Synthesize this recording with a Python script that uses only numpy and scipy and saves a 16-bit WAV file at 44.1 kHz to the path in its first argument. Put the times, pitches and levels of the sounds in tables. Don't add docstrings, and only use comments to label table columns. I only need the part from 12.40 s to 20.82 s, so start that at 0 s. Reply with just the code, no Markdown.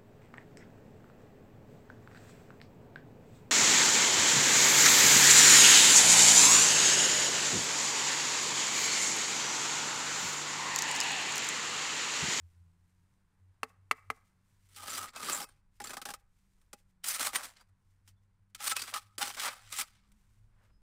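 import sys
import numpy as np
from scipy import signal
from scipy.fft import rfft, irfft, next_fast_len
from scipy.io import wavfile

SR = 44100
rng = np.random.default_rng(int(sys.argv[2]) if len(sys.argv) > 2 else 0)


def transcribe(signal):
    frames = np.atleast_2d(signal).T
    limited = np.clip(frames, -1, 1)
    pcm = np.round(limited * 32767).astype(np.int16)
    wavfile.write(sys.argv[1], SR, pcm)


N = 371311
TIME = np.arange(N) / SR

# start_s, nominal_peak_db, low_modes_db, middle_modes_db, high_modes_db, crack_db
KNOCKS = [(1.2317, -18, 0, -8.5, 0.5, -16), (1.5119, -11.5, -7, -2, 0, -17),
          (1.7017, -20.5, 0.5, -0.5, -10, -14.5)]
# pitch_hz, width_hz, relative_level_db
BLADE_LOW = [(818.1, 23, 7.5), (876.1, 36, -3.5), (1170, 63, -11.5), (1246.7, 78, 1), (1311.5, 32, -1),
             (1673, 100, 1), (1677, 67, -5)]


def amp(db):
    return 10 ** (np.asarray(db) / 20)


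def rms_one(x):
    return x / np.sqrt(np.mean(x ** 2) + 1e-20)


def in_time(table, level=0):
    before, after = np.array(table[0], float), np.array(table[-1], float)
    before[0] -= 0.01
    after[0] += 0.025
    before[level + 1] = after[level + 1] = -120
    s, *columns = np.transpose([before, *table, after])
    return [np.interp(TIME, s, column) for column in columns]


def swell(s, db, rise, fall):
    return amp(db - 20 * np.maximum((s - TIME) / rise, (TIME - s) / fall))


def drift(rate):
    r = np.exp(-2 * np.pi * rate / SR)
    slow = signal.lfilter([1], [1, -2 * r, r * r], rng.standard_normal(N + SR))
    return rms_one(slow[SR:])


def coloured(x, spectrum):
    size = next_fast_len(N)
    hz, db = np.transpose(spectrum)
    bin_hz = np.arange(size // 2 + 1) * SR / size
    gain = amp(np.interp(np.log(bin_hz + 1), np.log(hz), db, left=-90, right=-90))
    return rms_one(irfft(rfft(x, size) * gain, size)[:N])


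def band(x, low_hz, high_hz):
    return signal.sosfilt(signal.butter(2, [low_hz, high_hz], "band", fs=SR, output="sos"), x)


def tone(hz):
    return np.sqrt(2) * np.sin(2 * np.pi * np.cumsum(hz) / SR)


def resonate(x, modes):
    out, x = 0, np.broadcast_to(x, (len(modes), N))
    for k, (hz, width_hz, db) in enumerate(modes):
        r = np.exp(-np.pi * width_hz / SR)
        poles = [1, -2 * r * np.cos(2 * np.pi * hz / SR), r * r]
        ringing = signal.lfilter([(1 - r * r) / 2, 0, (r * r - 1) / 2], poles, x[k])
        out = out + (-1) ** k * amp(db) * ringing
    return out


def sand(per_s, spread_db, bed_db):
    sizes = amp(spread_db * np.minimum(rng.exponential(1, N), 5)) * rng.choice([-1, 1], N)
    grains = rms_one(sizes * (rng.random(N) < per_s / SR))
    return rms_one(grains + amp(bed_db) * rng.standard_normal(N))


def traffic_and_wind():
    # start_s, traffic_db, wind_db
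    air_levels = [(0, -82.5, -74.5), (2.2, -82, -75.5), (3.6, -85.5, -69.5), (5.4, -84, -73),
                  (6.7, -86, -75), (7.7, -82, -66), (8.42, -83.5, -62)]
    # pitch_hz, level_db (per Hz)
    air_spectrum = [(8.8, -24), (15, 2), (95, -7), (139, -4.5), (186, -16.5), (281, -20), (638, -29),
                    (1020, -22.5), (1180, -26.5), (1540, -25.5), (3020, -36.5), (6850, -41), (8920, -39),
                    (13100, -48), (16500, -55)]
    traffic_db, wind_db = in_time(air_levels)
    air = coloured(rng.standard_normal(N), air_spectrum)
    traffic = band(air, 110, 16016) / np.std(band(air, 210, 2500))
    wind = rms_one(band(rng.standard_normal(N), 7.4, 45))
    return amp(traffic_db + 0.8 * drift(24)) * traffic + amp(wind_db + 1.3 * drift(10)) * wind


def far_engine():
    # start_s, pitch_hz, level_db
    hum_curve = [(0.0, 84.84, -54), (0.35, 88.0, -69.5), (1.48, 95.36, -74), (1.83, 95.4, -71.5),
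                 (1.97, 91.4, -82.5), (2.16, 97.16, -71.5), (2.44, 92.04, -66), (2.67, 95.54, -75),
                 (4.27, 94.77, -78.5), (5.42, 93.33, -72), (6.0, 97.56, -66.5), (7.24, 103.7, -75.5),
                 (7.48, 98.83, -73), (7.62, 106.1, -73), (7.92, 99.9, -77.5), (8.02, 105.8, -74),
                 (8.33, 101.3, -78), (8.42, 105.4, -74.5)]
    hz, hum_db = in_time(hum_curve, level=1)
    hum = amp(hum_db + 5.5 * drift(6)) * tone(hz)
    octave = amp(-84 + 4 * drift(3)) * tone(2 * hz + 8 * drift(12))
    return hum + octave


def rustles_and_bright_echo():
    # (20 dB on either side, sign without effect)
    rustle_swells = [(.108, -81.5, -0.3058), (.5, -93, -0.11), (.6, -87.5, -0.53), (.74, -85, -0.02),
                     (1.09, -99.5, 0.26), (1.649, -85, 0.3365), (1.87, -79, 0.06), (2.11, -80.5, -0.19),
                     (2.26, -75.5, -0.1041), (3.368, -75.5, -0.0519), (3.8, -75.5, 0.03),
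                     (3.988, -83.5, 0.2031), (4.116, -87, 0.25), (4.217, -85.5, 0.19), (4.39, -73, 0.05),
                     (4.5, -82, -0.05), (5.29, -82, 0.01), (5.506, -84, 0.1936), (5.69, -64.5, 0.0288),
                     (5.835, -86, 0.03), (6.103, -83, -0.02), (7.8, -82.5, 0.3), (7.944, -84.5, 0.205),
                     (8.252, -80.5, 0.1)]
    # pitch_hz, level_db (per Hz)
    grain_spectrum = [(880, -29), (1500, -13), (2100, -6), (3590, -10.5), (9010, -8.5), (11000, -15.5),
                      (13900, -14), (16000, -19.5)]
    bright_echo = [(s + 0.06, -73, 0.054) for s, *_ in KNOCKS]
    level = sum(swell(s, db, fade, fade) for s, db, fade in rustle_swells + bright_echo)
    return level * coloured(sand(per_s=3000, spread_db=3.0, bed_db=-5), grain_spectrum)


def shoe_scuff():
    # loudest_s, level_db, rise_s, fall_s
    scuff_swells = [(8.252, -72.5, 0.21, 0.063), (8.304, -73.5, 0.0134, 0.0155)]
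    return sum(swell(*row) for row in scuff_swells) * rms_one(band(rng.standard_normal(N), 400, 1887))


def far_whistles():
    # loudest_s, level_db, rise_s, fall_s, pitch_hz
    whistle_swells = [(5.775, -87.5, .02, 0.034, 3480), (8.35, -83.5, 0.0673, 0.0765, 5083)]
    return sum(swell(*shape) * tone(np.full(N, hz)) for *shape, hz in whistle_swells)


def background():
    return traffic_and_wind() + far_engine() + rustles_and_bright_echo() + shoe_scuff() + far_whistles()


def yard(x):
    # delay_s, level_db, smear_t60_s
    wall_echoes = [(.011, -17, .05), (.04, -33, 0.14), (.066, -30, .07), (.11, -40.5, .2)]
    # pitch_hz, width_hz, level_db
    wall_colour = [(500, 430, -1.5), (1660, 660, -3), (2105, 500, -0.5)]
    tail_t60_s, tail_db = 0.7, -29
    age = TIME[:SR]
    tail = amp(-60 * age / tail_t60_s) * np.minimum(age / 0.026, 1)
    answer = amp(tail_db) * tail / np.linalg.norm(tail)
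    for s, db, t60 in wall_echoes:
        smear = (age > s) * amp(-60 * np.abs(age - s) / t60)
        answer = answer + amp(db) * smear / np.linalg.norm(smear)
    dull = band(resonate(x, wall_colour), 200, 2700)
    return signal.fftconvolve(dull, answer * rng.standard_normal(SR))[:N]


def knocks():
    # pitch_hz, relative_level_db, t60_s
    brick_modes = [(257, -20.5, 0.098), (446, -14.5, 0.081), (810, -17.5, 0.044), (930, -8.5, 0.026),
                   (1137, -3.5, 0.029), (1250, 1, 0.027), (1550, -8, .025), (2075, -4.5, 0.039),
                   (2272, -2.5, 0.021), (2618, -3.5, 0.017), (4367, -19.5, 0.029), (4770, -23, .04),
                   (5200, -24.5, .02), (8020, -28, 0.026)]
    out, age = np.zeros(N), TIME[:SR // 5]
    hz, db, t60 = np.array(brick_modes).T[:, :, None]
    group = np.digitize(hz, [1170, 2400])
    choked = np.minimum(age / 0.00073, 1) * (0.41 + 0.58 * np.exp(-(age / 0.0058) ** 2))
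    for s, peak_db, *group_db, crack_db in KNOCKS:
        level_db = db + np.array(group_db)[group]
        ring = np.sum(amp(level_db - 60 * age / t60) * np.sin(2 * np.pi * hz * age), axis=0)
        crack = band(rng.standard_normal(len(age)), 2300, 11000) * amp(crack_db - 60 * age / 0.035)
        thud = band(rng.standard_normal(len(age)), 700, 2300) * amp(-5.5 - 60 * age / 0.038)
        at = round(s * SR)
        out[at:at + len(age)] += amp(peak_db - 2) * (ring * choked + crack + thud)
    return out


def squeak():
    # loudest_s, level_db (before the roughness), rise_s, fall_s (negative: swapped), pitch_hz, glide_hz_per_s
    slip = (5, -59.5, -0.0186, -0.0509, 2239.5, -7000)
    *shape, hz, glide = slip
    pitch = hz + glide * np.clip(TIME - shape[0], 0, 0.06)
    return swell(*shape) * amp(4.772 * drift(60)) * tone(pitch + 130 * drift(180))


def favoured(hz, fall_db=36):
    return amp(-fall_db * np.abs(np.log2(np.array(BLADE_LOW)[:, :1] / hz)))


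def wandering(modes, rate, spread_db):
    return amp(spread_db * np.array([drift(rate) for mode in modes]))


def blade_contact():
    # start_s, hiss_db, ring_over_hiss_db, bright_over_hiss_db
    pressure = [
        [(2.29, -76.5, -3, 5), (2.344, -64.5, -11.5, -1), (2.368, -55.5, -8, 1.5), (2.396, -54, 4.5, -1.5),
         (2.544, -43, 0, 0), (2.55, -38.5, -1, 0), (2.664, -49, 7, -1), (2.692, -59.5, 1, -10),
         (2.725, -86, 8, -1.5)],
        [(2.725, -69.5, 0.5, -16.5), (2.763, -47, 5, -11), (2.773, -49.5, 3.5, -4), (2.899, -36.5, -2.5, -2),
         (2.943, -42.5, 7, 3.5), (3.043, -48, 2, 0.5), (3.059, -79.5, 10, 11), (3.083, -72, -2.5, -4.5),
         (3.2, -87.5, -2, -4)],
        [(4.63, -85, -2.5, -4.5), (4.64, -45.5, -8, 0), (4.69, -38.5, -4, 10.5), (4.728, -43, -9.5, 4.5),
         (4.758, -36, -5, 2.5), (4.784, -50.5, -2.5, 2), (4.806, -36.5, -2.5, -1), (4.874, -35.5, 0, 3),
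         (4.92, -64.5, 0, -1.5)],
        [(4.92, -63, -5, -2), (4.954, -36.5, -4.5, 2), (5.01, -53, -0.5, -2), (5.04, -45.5, -4, 1),
         (5.154, -73, -7.5, -6), (5.168, -62, -13.5, -19), (5.216, -68.5, -1.5, -7.5), (5.24, -89, -2, -4),
         (5.3, -90.5, 1, -1.5)],
        [(6.18, -68, -10, -3.5), (6.206, -49.5, 4, -10.5), (6.22, -45, -10, -1), (6.24, -43.5, 0.5, 5.5),
         (6.28, -34.5, -0.5, 3), (6.29, -40, -8.5, 3), (6.294, -37, -14.5, 0.5), (6.32, -30.5, 2, -4.5),
         (6.345, -67.5, 0, 1.5)],
        [(6.345, -59, 0, 2), (6.355, -49, -5.5, -9), (6.367, -38, -10, -2.5), (6.381, -46, -4.5, -5),
         (6.423, -44, -12, -2), (6.447, -55.5, -6, 0.5), (6.487, -45, -1, -8), (6.505, -53, -11, 0.5),
         (6.52, -58, -1.5, 0)],
        [(6.52, -55.5, 4, -2), (6.53, -58, 22, -5), (6.534, -55.5, 2.5, -14), (6.54, -38.5, 0, -5.5),
         (6.576, -42.5, 5, -3.5), (6.588, -51.5, -3.5, -2.5), (6.598, -60.5, -11, -1.5), (6.692, -76.5, -1, -4),
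         (6.76, -78, -2.5, -7)],
        [(6.79, -54, 7.5, 8), (6.814, -34.5, 3.5, -2.5), (6.836, -33.5, -2, -6.5), (6.854, -40.5, -0.5, -2),
         (6.898, -44.5, -2.5, 0.5), (6.904, -38, 2, -8), (6.928, -52, -14, -1), (6.95, -45.5, -7.5, -5),
         (6.955, -54, -6.5, -3.5)],
        [(6.955, -58.5, -6.5, -0.5), (6.985, -45.5, 6.5, -8.5), (6.999, -34, -9, -5), (7.071, -36.5, 2, -3.5),
         (7.087, -38, 2.5, -10), (7.095, -45, 0.5, -4), (7.215, -63.5, 1.5, -5.5), (7.29, -59, -2, -9.5)],
        [(7.29, -68, -10.5, -6), (7.304, -60, 5, 2.5), (7.328, -43.5, -8, -2), (7.348, -47.5, -6, 1.5),
         (7.414, -33.5, -8, 2.5), (7.442, -57, 3, -4), (7.462, -65.5, -8.5, -1.5), (7.652, -79, -2, -18),
         (7.7, -84.5, -4, 0)],
    ]
    # thrum_over_hiss_db, mortar_load_db (crunch against ring),
    # favoured_start_hz, favoured_end_hz
    stroke_lie = [(-11.5, 0, 1300, 1230), (-7.5, 2.5, 1330, 1110), (-21.5, 4, 1130, 1450),
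                  (-16.5, 9.5, 1100, 1400), (-22, -1.5, 1000, 1280), (-20, 1.5, 1280, 1400),
                  (-23.5, -2.5, 1230, 1210), (-16.5, 3, 861, 1350), (-22, 3.5, 1362, 996),
                  (-24.5, 0, 1253, 1292)]
    # start_s, nominal_peak_db, favoured_hz, ring_over_hiss_db,
    # thrum_over_hiss_db, t60_s (held within 0.015 to 0.3)
    catches = [(2.361, -37.5, 814.5, 2, -18.5, 0.097), (2.4789, -39, 1310, 7, -9, 0.041),
               (2.682, -40.5, 1087, 0, -15.5, 0.049), (2.7333, -47, 1230, 10, -8, 0.0736),
               (2.76, -27.5, 1414, 4, -25, 0.0255), (2.9999, -28, 828, 4, -9, 0.0604),
               (3.088, -48.5, 1679, 4, -8, 0.032), (3.4008, -31, 821.6, 9.5, 3.5, 0.0349),
               (3.4149, -33, 1200, -8.5, -4.5, 0.0353), (3.4397, -28, 1243, 0.5, -8, 0.051),
               (3.4544, -34, 1301, 2, -4.5, 0.097), (3.4692, -34, 1284, -1.5, -7.5, 0.096),
               (3.4935, -31, 1277, 5.5, -2, 0.088), (3.505, -33.5, 1235, 7, -9.5, 0.083),
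               (3.5328, -27, 1370, 5, -7.5, 0.0647), (3.5677, -25.5, 1040, 9.5, -8, 0.06),
               (3.6153, -26.5, 1437, 4.5, -8, 0.0506), (3.653, -26, 823, -0.5, -3, 0.1165),
               (3.687, -29.5, 820, 3.5, -4.5, 0.079), (3.7023, -27, 1310, -0.5, -10, 0.0633),
               (3.737, -26, 1200, 0.5, -9.5, 0.0453), (4.2142, -57.5, 1381, 0.5, -10, 0.0592),
               (4.33, -29.5, 787.6, -2, -3, 0.038), (4.6415, -21.5, 1028, -6, -15.5, 0.0427),
               (4.7945, -22.5, 1387, 3, -12, 0.0453), (4.806, -22, 1000, 2, -10, .04),
               (4.868, -25, 1170, 6, -14, 0.0535), (4.9314, -29, 991.7, 6.5, -3.5, 0.0317),
               (4.9554, -13, 956, -3, -12, 0.027), (5.031, -37, 1460, -1, -11.5, 0.062),
               (5.1674, -49, 1128, -9, -15.5, .06), (5.2091, -50.5, 1211, 4, -9.5, 0.043),
               (5.676, -43, 1484, -2.5, -12.5, 0.0732), (6.1474, -27, 1388, -4, -20, 0.045),
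               (6.2018, -31.5, 1216, 4.5, -19, 0.06), (6.3644, -15.5, 1198, -3.5, -21.5, 0.0198),
               (6.3926, -27.5, 1487, -1, -17, 0.031), (6.4178, -24, 1500, -7.5, -13, 0.014),
               (6.4356, -33, 1300, 1.5, -6, 0.0475), (6.4758, -33.5, 1306, 5, -21, 0.06),
               (6.539, -22.5, 1217, 3, -15, 0.0643), (6.7801, -20, 1188, -3.5, -9, 0.0306),
               (6.9676, -31.5, 1430, 6.5, -8.5, 0.077), (7.3221, -34, 1260, -1.5, -13.5, 0.0666),
               (7.3845, -23, 1113, -1, -16, 0.0223), (7.717, -52.5, 1190, -16.5, -25, 0.0323)]
    # firmest_s, hiss_db (before the judder), rise_s, fall_s
    light_drag = (3.5, -65.5, 0.34, 0.1725)
    drag_from_s = 3.4
    catch_rise_s, catch_hold_s = 0.0014, 0.0025
    crest_db, snap = 15, 0.63

    ends = [row[0] for stroke in pressure for row in (stroke[0], stroke[-1])]
    lie = np.array(stroke_lie, float)
    thrum_db, load_db = [np.interp(TIME, ends, np.repeat(column, 2)) for column in lie.T[:2]]
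    ring_hz = np.interp(TIME, ends, lie[:, 2:].ravel())
    s, _, *over = np.concatenate(pressure).T
    ring_db, bright_db = [np.interp(TIME, s, column) for column in over]

    drag = swell(*light_drag) * (TIME > drag_from_s)
    judder = amp(1.5 * drift(40) + 2.1 * drift(250))
    hiss = sum((amp(in_time(stroke)[0]) for stroke in pressure), drag) * judder
    bright, thrum = hiss * amp(bright_db), hiss * amp(thrum_db)
    ring = hiss * amp(ring_db) * favoured(ring_hz)
    for s, peak_db, hz, ring_over_db, thrum_over_db, t60 in catches:
        at = round(s * SR)
        age = TIME[:min(SR // 5, N - at)]
        dying = amp(-60 * np.maximum(age - catch_rise_s - catch_hold_s, 0) / np.clip(t60, 0.015, 0.3))
        burst = amp(peak_db - crest_db) * np.clip(age / catch_rise_s, 0, 1) * dying
        burst *= 1 + snap * np.exp(-np.abs(age - catch_rise_s) / 0.00017)
        span = slice(at, at + len(age))
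        hiss[span] += burst
        bright[span] += amp(0.34 * bright_db[at]) * burst
        ring[:, span] += amp(ring_over_db) * burst * favoured(hz)
        thrum[span] += amp(thrum_over_db) * burst
    return hiss, bright, ring, thrum, amp(load_db)


def trowel():
    # pitch_hz, level_db (per Hz)
    grit_spectrum = [(760, -32.5), (1300, -9), (2260, -7.5), (4950, -7), (6590, -10), (7480, -6),
                     (9550, -7.5), (11800, -15), (15200, -13.5), (16400, -25.5)]
    # pitch_hz, width_hz, relative_level_db
    blade_high = [(2070, 450, -12.5), (2578, 22, 0), (3068, 130, -12), (4550, 240, -3.5), (4740, 28, -6),
                  (5387, 35, -6), (6018, 73, -8.5), (7440, 370, -4), (7530, 200, -9.5), (8928, 67, -3.5),
                  (9744, 73, -16.5), (10450, 230, -10)]
    # pitch_hz, width_hz, relative_level_db
    wall_modes = [(188.2, 78, -9.5), (250.6, 40, -2), (331.4, 190, -3), (475, 390, -4), (618, 190, -7.5)]
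    hiss, bright, ring, thrum, load = blade_contact()
    grains = sand(per_s=4500, spread_db=3.0, bed_db=-3.5)
    grit = coloured(grains, grit_spectrum)
    grit = grit / np.std(band(grit, 1800, 6500))
    dull = signal.sosfiltfilt(signal.butter(2, 6500, fs=SR, output="sos"), grit)
    upper = hiss * dull + bright * (grit - dull)
    high_ring = resonate(upper * wandering(blade_high, rate=11, spread_db=8.0), blade_high)
    upper = 0.7188 * upper + amp(-4.0) * high_ring
    low_drive = ring / load * grains * wandering(BLADE_LOW, rate=15, spread_db=4.0)
    blade = amp(17.5) * resonate(low_drive, BLADE_LOW)
    crunch = amp(3) * load * band(ring.max(axis=0) * grains, 590, 1884.5)
    wall = amp(20.5) * resonate(thrum * grains, wall_modes)
    return upper + blade + crunch + wall


def scene():
    work = trowel() + squeak() + knocks()
    return (work + yard(work) + background())[None]


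def record(dry):
    return signal.sosfilt(signal.cheby2(12, 60, 16600, fs=SR, output="sos"), dry)


dry = scene()
out = record(dry)
transcribe(out)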